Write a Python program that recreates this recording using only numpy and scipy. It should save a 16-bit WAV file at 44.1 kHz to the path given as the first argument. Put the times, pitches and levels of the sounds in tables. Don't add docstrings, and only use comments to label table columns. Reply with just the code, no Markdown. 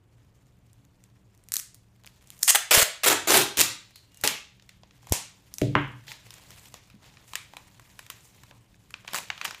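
import sys
import numpy as np
from scipy import signal
from scipy.fft import rfft, irfft, next_fast_len
from scipy.io import wavfile
from scipy.ndimage import uniform_filter1d, map_coordinates

SR = 44100
rng = np.random.default_rng(int(sys.argv[2]) if len(sys.argv) > 2 else 0)


def amplitude_ratio(level_db):
    exponent = np.asarray(level_db, float) / 20
    return 10 ** exponent


def bounce(signal):
    frames = np.transpose(np.atleast_2d(signal))
    limited = np.clip(frames, -1, 1)
    pcm = np.round(limited * 32767).astype(np.int16)
    wavfile.write(sys.argv[1], SR, pcm)


N = 423360


def rips():
    # start in seconds, length in seconds, film in dB, swell in dB.
    rip_runs = [(2.477, 0.03, -21.5, 5), (2.548, 0.014, -22.5, -1.5), (2.709, 0.021, -22.5, -1.5),
                (2.733, 0.02, -22, -0.5), (2.753, 0.053, -25.5, 3.5), (2.811, .019, -25, 2.5),
                (3.034, .018, -27.5, 1.5), (3.061, 0.027, -25, -1), (3.099, 0.032, -30, -2),
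                (3.273, 0.048, -29, 5), (3.321, 0.036, -26.5, 8.5), (3.362, 0.062, -30, -10.5),
                (3.57, 0.045, -32, 8.5), (4.237, .018, -31, -1.5), (4.26, 0.0073, -37.5, -0.5),
                (6.068, 0.059, -58, 6.5), (9.075, 0.0052, -58.5, -8), (9.153, 0.032, -42, -2),
                (9.446, 0.0099, -41, 1.5)]
    # time in seconds, pitch in Hz, boom over film in dB.
    span_growth = [(2.48, 895, -21), (2.55, 786, -0.5), (2.709, 600, 0.5), (3.037, 560, -2.5),
                   (3.069, 420, 4), (3.102, 334, 6), (3.33, 380, 4), (3.6, 296, -3), (4.24, 324, 3),
                   (6, 900, -1)]
    glue_fizz_db, fresh_fizz_db, fresh_s = 6, -0.5, 0.03
    roll_body_db, belly_share = -9, 0.38
    overrun_s, stop_s = 0.04, 0.012
    t = np.arange(N) / SR
    gain, boom = np.zeros((3, N)), np.zeros(N)
    threads = slips(spread_db=2.2, clump_db=2, clump_rate=450)
    since, span_hz, span_boom_db = np.transpose(span_growth)
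    stopped = 0
    for s, length, db, swell_db in rip_runs:
        a = round(s * SR)
        u = t[:round((length + overrun_s) * SR)]
        b = a + len(u)
        run = threads[a:b]
        swell = swell_db * (u / length - 0.5)
        stop = 60 * np.maximum(u - length, 0) / stop_s
        shape = amplitude_ratio(db + swell - stop) / np.sqrt(np.mean(run[u < length] ** 2))
        fizz_db = glue_fizz_db + fresh_fizz_db * np.clip((s - stopped) / fresh_s, 0, 1)
        gain[1:, a:b] = np.maximum(gain[1:, a:b], shape * amplitude_ratio([[-1.2], [fizz_db]]))
        hz = np.interp(s, since, span_hz)
        boom_db = np.interp(s, since, span_boom_db)
        boom[a:b] += drum(amplitude_ratio(boom_db) * shape * run, hz)
        belly = amplitude_ratio(roll_body_db) * min(1, 400 / hz) ** 3
        boom[a:b] += drum(belly * shape * run, belly_share * hz)
        stopped = s + length
    return boom + patches(sounded(gain * threads), depth_db=2.5)


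def slips(spread_db, clump_db, clump_rate):
    spikes = rng.standard_normal(N) * amplitude_ratio(spread_db * rng.exponential(size=N))
    return unit(spikes * amplitude_ratio(clump_db * wobble(clump_rate)))


def drum(x, hz):
    low = signal.lfilter(*signal.iirpeak(hz, 5, SR), x)
    high = signal.lfilter(*signal.iirpeak(2.1 * hz, 1.2, SR), x)
    both = low + 0.45 * min(1, 550 / hz) ** 2 * high
    y = signal.sosfilt(signal.butter(2, 0.45 * hz, "high", fs=SR, output="sos"), both)
    return y * np.linalg.norm(x) / np.linalg.norm(y)


def sounded(drive):
    # frequency in Hz, density in dB per Hz.
    boom_colour = [(40, -38.5), (150, -2), (300, -7), (650, -1.5), (1000, 1.5), (1600, -17.5),
                   (3000, -56.5)]
    film_colour = [(400, -28.5), (900, -4), (1350, -3), (2000, 2.5), (3400, 1.5), (5000, -3), (7000, -6),
                   (12000, -48.5)]
    fizz_colour = [(2000, -44.5), (4000, -11), (5500, -1.5), (7200, 2.5), (9500, -0.5), (14000, -2.5),
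                   (20000, -8)]
    colours = (boom_colour, film_colour, fizz_colour)
    return sum(signal.oaconvolve(d, voice(colour))[:N] for d, colour in zip(drive, colours))


def snaps():
    rows = slip_rows()
    t = np.arange(400) / SR
    chance = rng.standard_normal((len(rows), len(t)))
    drive, bare = np.zeros((2, 3, N + len(t)))
    for (s, ms, db, boom_db, fizz_db), noise in zip(rows, chance):
        a = round(s * SR)
        size = amplitude_ratio(db + np.array([[boom_db - 1], [0], [fizz_db]]))
        tick = noise * amplitude_ratio(-60 * t / (0.0045 * max(ms, 0.2)))
        tick[0] = 2.5
        drive[:, a:a + len(t)] += size * tick / np.linalg.norm(tick)
        bare[:, a] += size[:, 0]
    return sounded(drive[:, :N]), sounded(bare[:, :N])


def slip_rows():
    # start in seconds, gap in ms, first slip in dB, swell in dB a slip, boom over film in dB.
    chatter_pulls = [
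        (3.572, 6.2, -7, 1.5, -10.5),
    ]
    # time in seconds, film energy in dB.
    corner_lifts = [(9.1339, -12), (9.1451, -7.5), (9.1504, -11), (9.1609, -12), (9.1854, -12),
                    (9.189, -21.5), (9.203, -22)]
    # time in seconds, film energy in dB, fizz over film in dB.
    nail_picks = [(.7312, -51, 15.5), (.8509, -46, 7), (1.0393, -39.5, 6), (1.3488, -51, 9),
                  (1.3765, -56, 17.5), (1.4386, -53.5, 17), (1.4868, -32.5, 9.5), (1.5203, -18, 15),
                  (1.5338, -33, 16.5), (1.5394, -18, 20), (1.5433, -21, 15), (1.5572, -15, 9),
                  (1.5672, -13, 16.5), (1.5855, -26.5, 10), (1.5931, -24.5, 14), (1.5979, -19.5, 11),
                  (1.7454, -36, 12.5), (1.7521, -46.5, 12), (2.0368, -34.5, -4), (2.0463, -30, -16),
                  (2.06, -33, 3.5), (2.0662, -29, 3.5), (2.0741, -25.5, -4.5), (2.2732, -50, 19.5),
                  (2.3035, -23, 3.5), (2.3791, -43.5, 10), (2.3919, -46, 18.5), (2.4284, -22, 17.5),
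                  (2.4312, -9, 19), (2.4737, -22, 11)]
    # time in seconds, film energy in dB, boom over film in dB, fizz over film in dB.
    strip_creases = [(3.9582, -28.5, -26.5, 3.5), (4.1196, -40, -22.5, -4.5), (4.1449, -37.5, -20.5, 7),
                     (4.1726, -36, -11, 9), (4.2125, -36.5, -17.5, 18.5), (4.2381, -1.5, -4.5, -2),
                     (4.2754, 4, -9, 1), (4.5972, -31, -18, -19.5), (4.6236, -34, -8, -6),
                     (4.692, -22, -14, -9), (4.834, -29.5, 1, -30), (4.9093, -32, -43, -29),
                     (5.0303, -43, 8.5, -2.5), (5.0701, -26, 2.5, -3.5), (5.0957, -37, 4.5, 14),
                     (5.1226, -3.5, -22, 8), (5.153, -19.5, -13.5, -2.5), (5.137, -20.5, 10.5, 8.5),
                     (5.5399, -32.5, -11, 17), (5.5837, -21.5, -5.5, 8), (5.6157, -8, -23, -7),
                     (6.0807, -19, -6, -36), (6.1176, -15.5, -11, -28), (6.306, -21, -8, -3),
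                     (6.3396, -27.5, -31, 3.5), (6.5056, -26, -15, 1), (6.5163, -28, -19, -11),
                     (6.7413, -18.5, -1, -4.5), (6.9006, -28.5, -8.5, -8)]
    sheet_presses = [(7.1708, -28, -12.5, -33), (7.3344, -18, -0.5, 3), (7.3549, -5, -15, 1),
                     (7.5356, -26, 4, -5), (7.5681, -17.5, -1.5, -3.5), (7.7964, -29, -2, 0),
                     (7.9, -33, -23, -7), (7.9918, -19.5, -8, 2), (8.0647, -27.5, -21, 2),
                     (8.101, -13.5, -10, 4), (8.4346, -27.5, -5, 0), (8.5107, -27.5, 3, -15.5),
                     (8.7436, -38, -9, -19.5), (8.9063, -30, -10, 3.5), (8.9407, -13.5, -14, -31.5),
                     (9.0477, -29.5, 1, -16), (9.079, -11.5, -10.5, -19), (9.0872, -18, -10, -23),
                     (9.3021, -5, -7, -21.5), (9.378, -18, -28, -16.5), (9.4139, -7.5, -22, -16),
                     (9.451, -3, -12, -21), (9.4531, -16.5, 0, -10.5), (9.4591, -12, -7, -10),
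                     (9.4798, -15, -16, -18), (9.5092, -12.5, -20, -9), (9.5464, -17, -9, -8.5)]
    pick_ms, crease_ms, press_ms, chatter_ms = 1.3, 3, 3, 2
    chatter_fizz_db, scatter_ms = 3.5, 0.55
    rows = []
    for s, gap_ms, db, swell_db, boom_db in chatter_pulls:
        for k in range(8):
            late_ms = scatter_ms * rng.standard_normal() * (k > 0)
            when = s + (k * gap_ms + late_ms) / 1000
            rows.append((when, chatter_ms, db + k * swell_db, boom_db, chatter_fizz_db))
    for s, db in corner_lifts:
        rows.append((s, chatter_ms, db, -7, chatter_fizz_db))
    for s, db, fizz_db in nail_picks:
        boom_db = -11.5 - 0.31 * (fizz_db - 9)
        rows.append((s, pick_ms, db, boom_db, fizz_db))
    rows += [(s, crease_ms, *levels) for s, *levels in strip_creases]
    rows += [(s, press_ms, *levels) for s, *levels in sheet_presses]
    return rows


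def sheeting(ticks):
    # frequency in Hz, width in Hz, level in dB.
    sheet_modes = [(1040, 630, 3), (1937, 37, 2), (2400, 280, -7), (3975, 50, 4)]
    touching = np.arange(N) / SR > 6.8
    return filtered(ticks * touching, lambda f: 1.1 * modes(sheet_modes)(f) - 0.3)


def squeaks():
    # start in seconds, length in seconds, frequency in Hz, width in Hz, level in dB.
    narrow_rings = [(2.547, 0.015, 793, 121, -29), (3.932, 0.07, 4180, 700, -56.5),
                    (4.06, .17, 2830, 60, -70), (5.149, 0.013, 1000, 500, -41),
                    (6.063, 0.07, 3620, 2000, -48)]
    out = np.zeros(N)
    grains = slips(spread_db=2, clump_db=3, clump_rate=150)
    for s, length, hz, width, db in narrow_rings:
        a, n = round(s * SR), round(length * SR)
        peak = signal.iirpeak(hz, hz / width, SR)
        song = signal.lfilter(*peak, signal.lfilter(*peak, grains[a:a + n]))
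        out[a:a + n] += amplitude_ratio(db) * np.sqrt(np.hanning(n)) * unit(song)
    return out


def flaps():
    # time in seconds, spike pressure, slow swing pressure, spike width in ms.
    air_pushes = [(2.777, 0.12, 0.02, .85), (2.828, 0.056, .01, .79), (3.59, 0.049, 0.0035, .6),
                  (4.241, 0.014, 0.0073, 0.97), (5.123, 0.36, 0.095, 0.37)]
    swing_hz, swing_s, early_s = 83, 0.0086, 0.0015
    out, t = np.zeros(N), np.arange(-SR // 30, SR // 30) / SR
    early = t + early_s
    swing = np.cos(2 * np.pi * swing_hz * early) * np.exp(-(early / swing_s) ** 2)
    for s, spike, slow, ms in air_pushes:
        a = round((s + t[0]) * SR)
        out[a:][:len(t)] += spike * np.exp(-(t / (ms / 1000)) ** 2) + slow * swing
    return out


def drops():
    # time in seconds, level in dB.
    bench_hits = [
        (5.616, -20),
        (5.754, -23.5),
    ]
    cutter_falls = [
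        (5.753, -28),
        (5.763, -48),
    ]
    # frequency in Hz, width in Hz, level in dB.
    bench_modes = [(60, 32, -14), (119.6, 5.7, 3), (139, 3.3, 2), (197, 25, -5), (291.7, 8.7, 2),
                   (387, 27, -5), (492, 44, -10), (630, 30, -8)]
    cutter_modes = [(1020, 260, 0), (1680, 400, -2.5), (2122, 220, -2.5), (2970, 590, -8.5)]
    return blow(bench_hits, bench_modes, soft_hz=1300) + blow(cutter_falls, cutter_modes, soft_hz=2820)


def core_ticks():
    # time in seconds, level in dB.
    end_ticks = [(5.54, -54), (5.5838, -47)]
    # frequency in Hz, width in Hz, level in dB.
    core_modes = [(6000, 420, 0.0)]
    return blow(end_ticks, core_modes, soft_hz=9000)


def sheet_pops():
    # time in seconds, level in dB.
    finger_pins = [(8.9406, -49.5), (9.078, -53), (9.3032, -49.5), (9.4144, -52)]
    # frequency in Hz, width in Hz, level in dB.
    taut_modes = [(2500, 320, 0.0012)]
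    return blow(finger_pins, taut_modes, soft_hz=6000)


def frame_nudges():
    # time in seconds, level in dB.
    knuckle_nudges = [(6.942, -51), (6.961, -55)]
    # frequency in Hz, width in Hz, level in dB.
    frame_modes = [(199, 35, 0.0022)]
    return blow(knuckle_nudges, frame_modes, soft_hz=600)


def blow(events, table, soft_hz):
    push = np.zeros(N)
    for s, db in events:
        push[round(s * SR)] = amplitude_ratio(db + 55.0)
    return filtered(push, lambda f: modes(table)(f) / (1 + 1j * f / soft_hz) ** 2)


def rubbing():
    # time in seconds, effort in dB.
    hand_effort = [(0, -84), (.2, -77), (1.1, -78), (1.9, -78.5), (2.3, -68.5), (3.95, -70), (4.75, -77),
                   (5.5, -68), (6.1, -66), (6.27, -62.5), (6.62, -60), (6.8, -71.5), (7.0, -75),
                   (7.42, -66.5), (7.75, -67.5), (8.4, -65.5), (8.65, -73), (9.6, -63)]
    # peak time in seconds, level in dB, rise in seconds, fall in seconds, fizz over film in dB.
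    palm_strokes = [(2.42, -74, .1, .05, 17), (4.23, -58, 0.059, .05, -13.5),
                    (5.115, -57.5, 0.12, 0.055, -6), (7.03, -61.5, 0.029, 0.43, -9),
                    (8.16, -79.5, 0.44, 0.22, 10), (8.25, -81, 0.026, .06, 22), (6.62, -71, 0.11, 0.12, 10),
                    (7.28, -72, 0.0315, .1, 13), (9.15, -43, 0.066, 0.12, -8),
                    (9.45, -46.5, 0.058, 0.16, -15)]
    crinkles_per_s, crinkle_db, crinkle_spread_db = 45, 3, 3
    t = np.arange(N) / SR
    effort_db = np.interp(t, *np.transpose(hand_effort))
    rub = amplitude_ratio(effort_db)
    fizz = amplitude_ratio(-71.5 + 0.95 * (effort_db + 69))
    for s, db, rise, fall, fizz_db in palm_strokes:
        stroke = amplitude_ratio(db - 20 * np.maximum((s - t) / rise, (t - s) / fall))
        rub = rub + stroke
        fizz = fizz + amplitude_ratio(fizz_db) * stroke
    grains = slips(spread_db=1.9, clump_db=2, clump_rate=50)
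    fold_db = crinkle_db + crinkle_spread_db * np.minimum(rng.exponential(size=N), 3)
    folds = (rng.random(N) < crinkles_per_s / SR) * amplitude_ratio(fold_db)
    grains = grains * (1 + signal.lfilter([1], [1, -0.97], folds))
    return patches(sounded([amplitude_ratio(-3.5) * rub * grains, rub * grains, fizz * grains]), depth_db=-2.0)


def closeness():
    # from this time in seconds, wall level in dB.
    wall_share = [(0, -10.5), (2.42, -9), (3.02, -5), (3.56, -5), (4.55, -9.5), (5.11, -1.5), (5.5, -6.5),
                  (7.3, -10.5)]
    since, wet_db = np.transpose(wall_share)
    return amplitude_ratio(wet_db[np.searchsorted(since, np.arange(N) / SR, "right") - 1])


def room(x):
    # frequency in Hz, time to fall 60 dB in seconds.
    wall_decay = [(100, 0.61), (310, .31), (1200, 0.39), (4000, 0.46), (9000, 0.31), (15000, 0.19)]
    out, step = np.zeros(N + 2 * SR), SR // 7
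    for a in range(0, N, step):
        hz, t, z = signal.stft(rng.standard_normal(SR * 3 // 5), SR, nperseg=256)
        colour_db = 1.6 * np.interp(np.log(hz + 200), np.linspace(5.3, 10, 16), rng.standard_normal(16))
        decay_db = 60 * t / along(wall_decay, hz)[:, None]
        tail = signal.istft(z * amplitude_ratio(colour_db[:, None] - decay_db), SR, nperseg=256)[1]
        tail = tail * np.minimum(np.arange(len(tail)) / (0.0071 * SR), 1) ** 2
        wet = signal.fftconvolve(x[a:a + step], tail / np.linalg.norm(tail))
        out[a:a + len(wet)] += wet
    return out[:N]


def drone():
    # frequency in Hz, density in dB per Hz.
    fan_noise = [(12, -41.5), (20, -15.5), (54, -2), (124, -6), (190, -12.5), (339, -18), (3000, -37.5),
                 (6600, -120)]
    # frequency in Hz, width in Hz, level in dB.
    fan_tones = [(115, 9.9, -0.5), (190.6, 2.5, -3), (281, 4.7, -11.5)]
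    noise = unit(filtered(rng.standard_normal(N), lambda hz: amplitude_ratio(along(fan_noise, hz))))
    tones = unit(filtered(rng.standard_normal(N), modes(fan_tones)))
    return amplitude_ratio(0.6 * wobble(1)) * (amplitude_ratio(-62.5) * noise + amplitude_ratio(-61.5) * tones)


def gain_control(loud):
    share = 1 / (0.12 * SR)
    level = signal.lfilter([share], [1, share - 1], loud ** 2)
    return 1 / (1 + np.sqrt(np.abs(level)) / amplitude_ratio(-24.5))


def unit(x):
    return x / np.sqrt(np.mean(x ** 2) + 1e-20)


def along(points, hz):
    f, v = np.transpose(points)
    return np.interp(np.log(hz + 1), np.log(f + 1), v)


def wobble(rate):
    knots = rng.standard_normal(int(N * rate / SR) + 4)
    return map_coordinates(knots, [np.arange(N) * rate / SR])


def filtered(x, response):
    m = next_fast_len(N + SR // 2)
    return irfft(rfft(x, m) * response(np.fft.rfftfreq(m, 1 / SR)), m)[..., :N]


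def modes(table):
    def response(f):
        total = 0
        for k, (centre, width, db) in enumerate(table):
            damping = 1j * f * width
            total = total + (-1) ** k * amplitude_ratio(db) * damping / (centre * centre - f * f + damping)
        return total
    return response


def voice(spectrum):
    cep = irfft(np.log(amplitude_ratio(along(spectrum, np.fft.rfftfreq(2048, 1 / SR)))))
    cep = cep * np.r_[1, 2 * np.ones(1023), np.zeros(1024)]
    h = irfft(np.exp(rfft(cep)))
    return h / np.linalg.norm(h)


def patches(x, depth_db):
    z = signal.stft(x, nperseg=256)[2]
    field = uniform_filter1d(rng.standard_normal(z.shape), size=8, axis=0)
    field = uniform_filter1d(field, size=4, axis=1)
    return signal.istft(z * amplitude_ratio(depth_db * unit(field)), nperseg=256)[1][:N]


def scene():
    peel = rips() + squeaks()
    ticks = np.array(snaps())
    near, bare = ticks + sheeting(ticks)
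    dropped = drops()
    walls = room(closeness() * (peel + bare) + amplitude_ratio(-4) * dropped)
    small = core_ticks() + sheet_pops() + frame_nudges()
    loud = peel + near + small + dropped + walls + flaps()
    mix = loud + gain_control(loud) * drone() + rubbing()
    return np.tile(mix, (2, 1))


def top_cut(x):
    return signal.sosfilt(signal.butter(12, 16520, fs=SR, output="sos"), x)


def record(dry):
    edge_hz = 15350
    x = dry / (1 + np.abs(dry / 0.75) ** 6) ** (1 / 6)
    x = filtered(x, lambda hz: amplitude_ratio(-28 / (1 + np.exp(np.clip((edge_hz - hz) / 45, -50, 50)))))
    return top_cut(x)


dry = scene()
out = record(dry)
bounce(out)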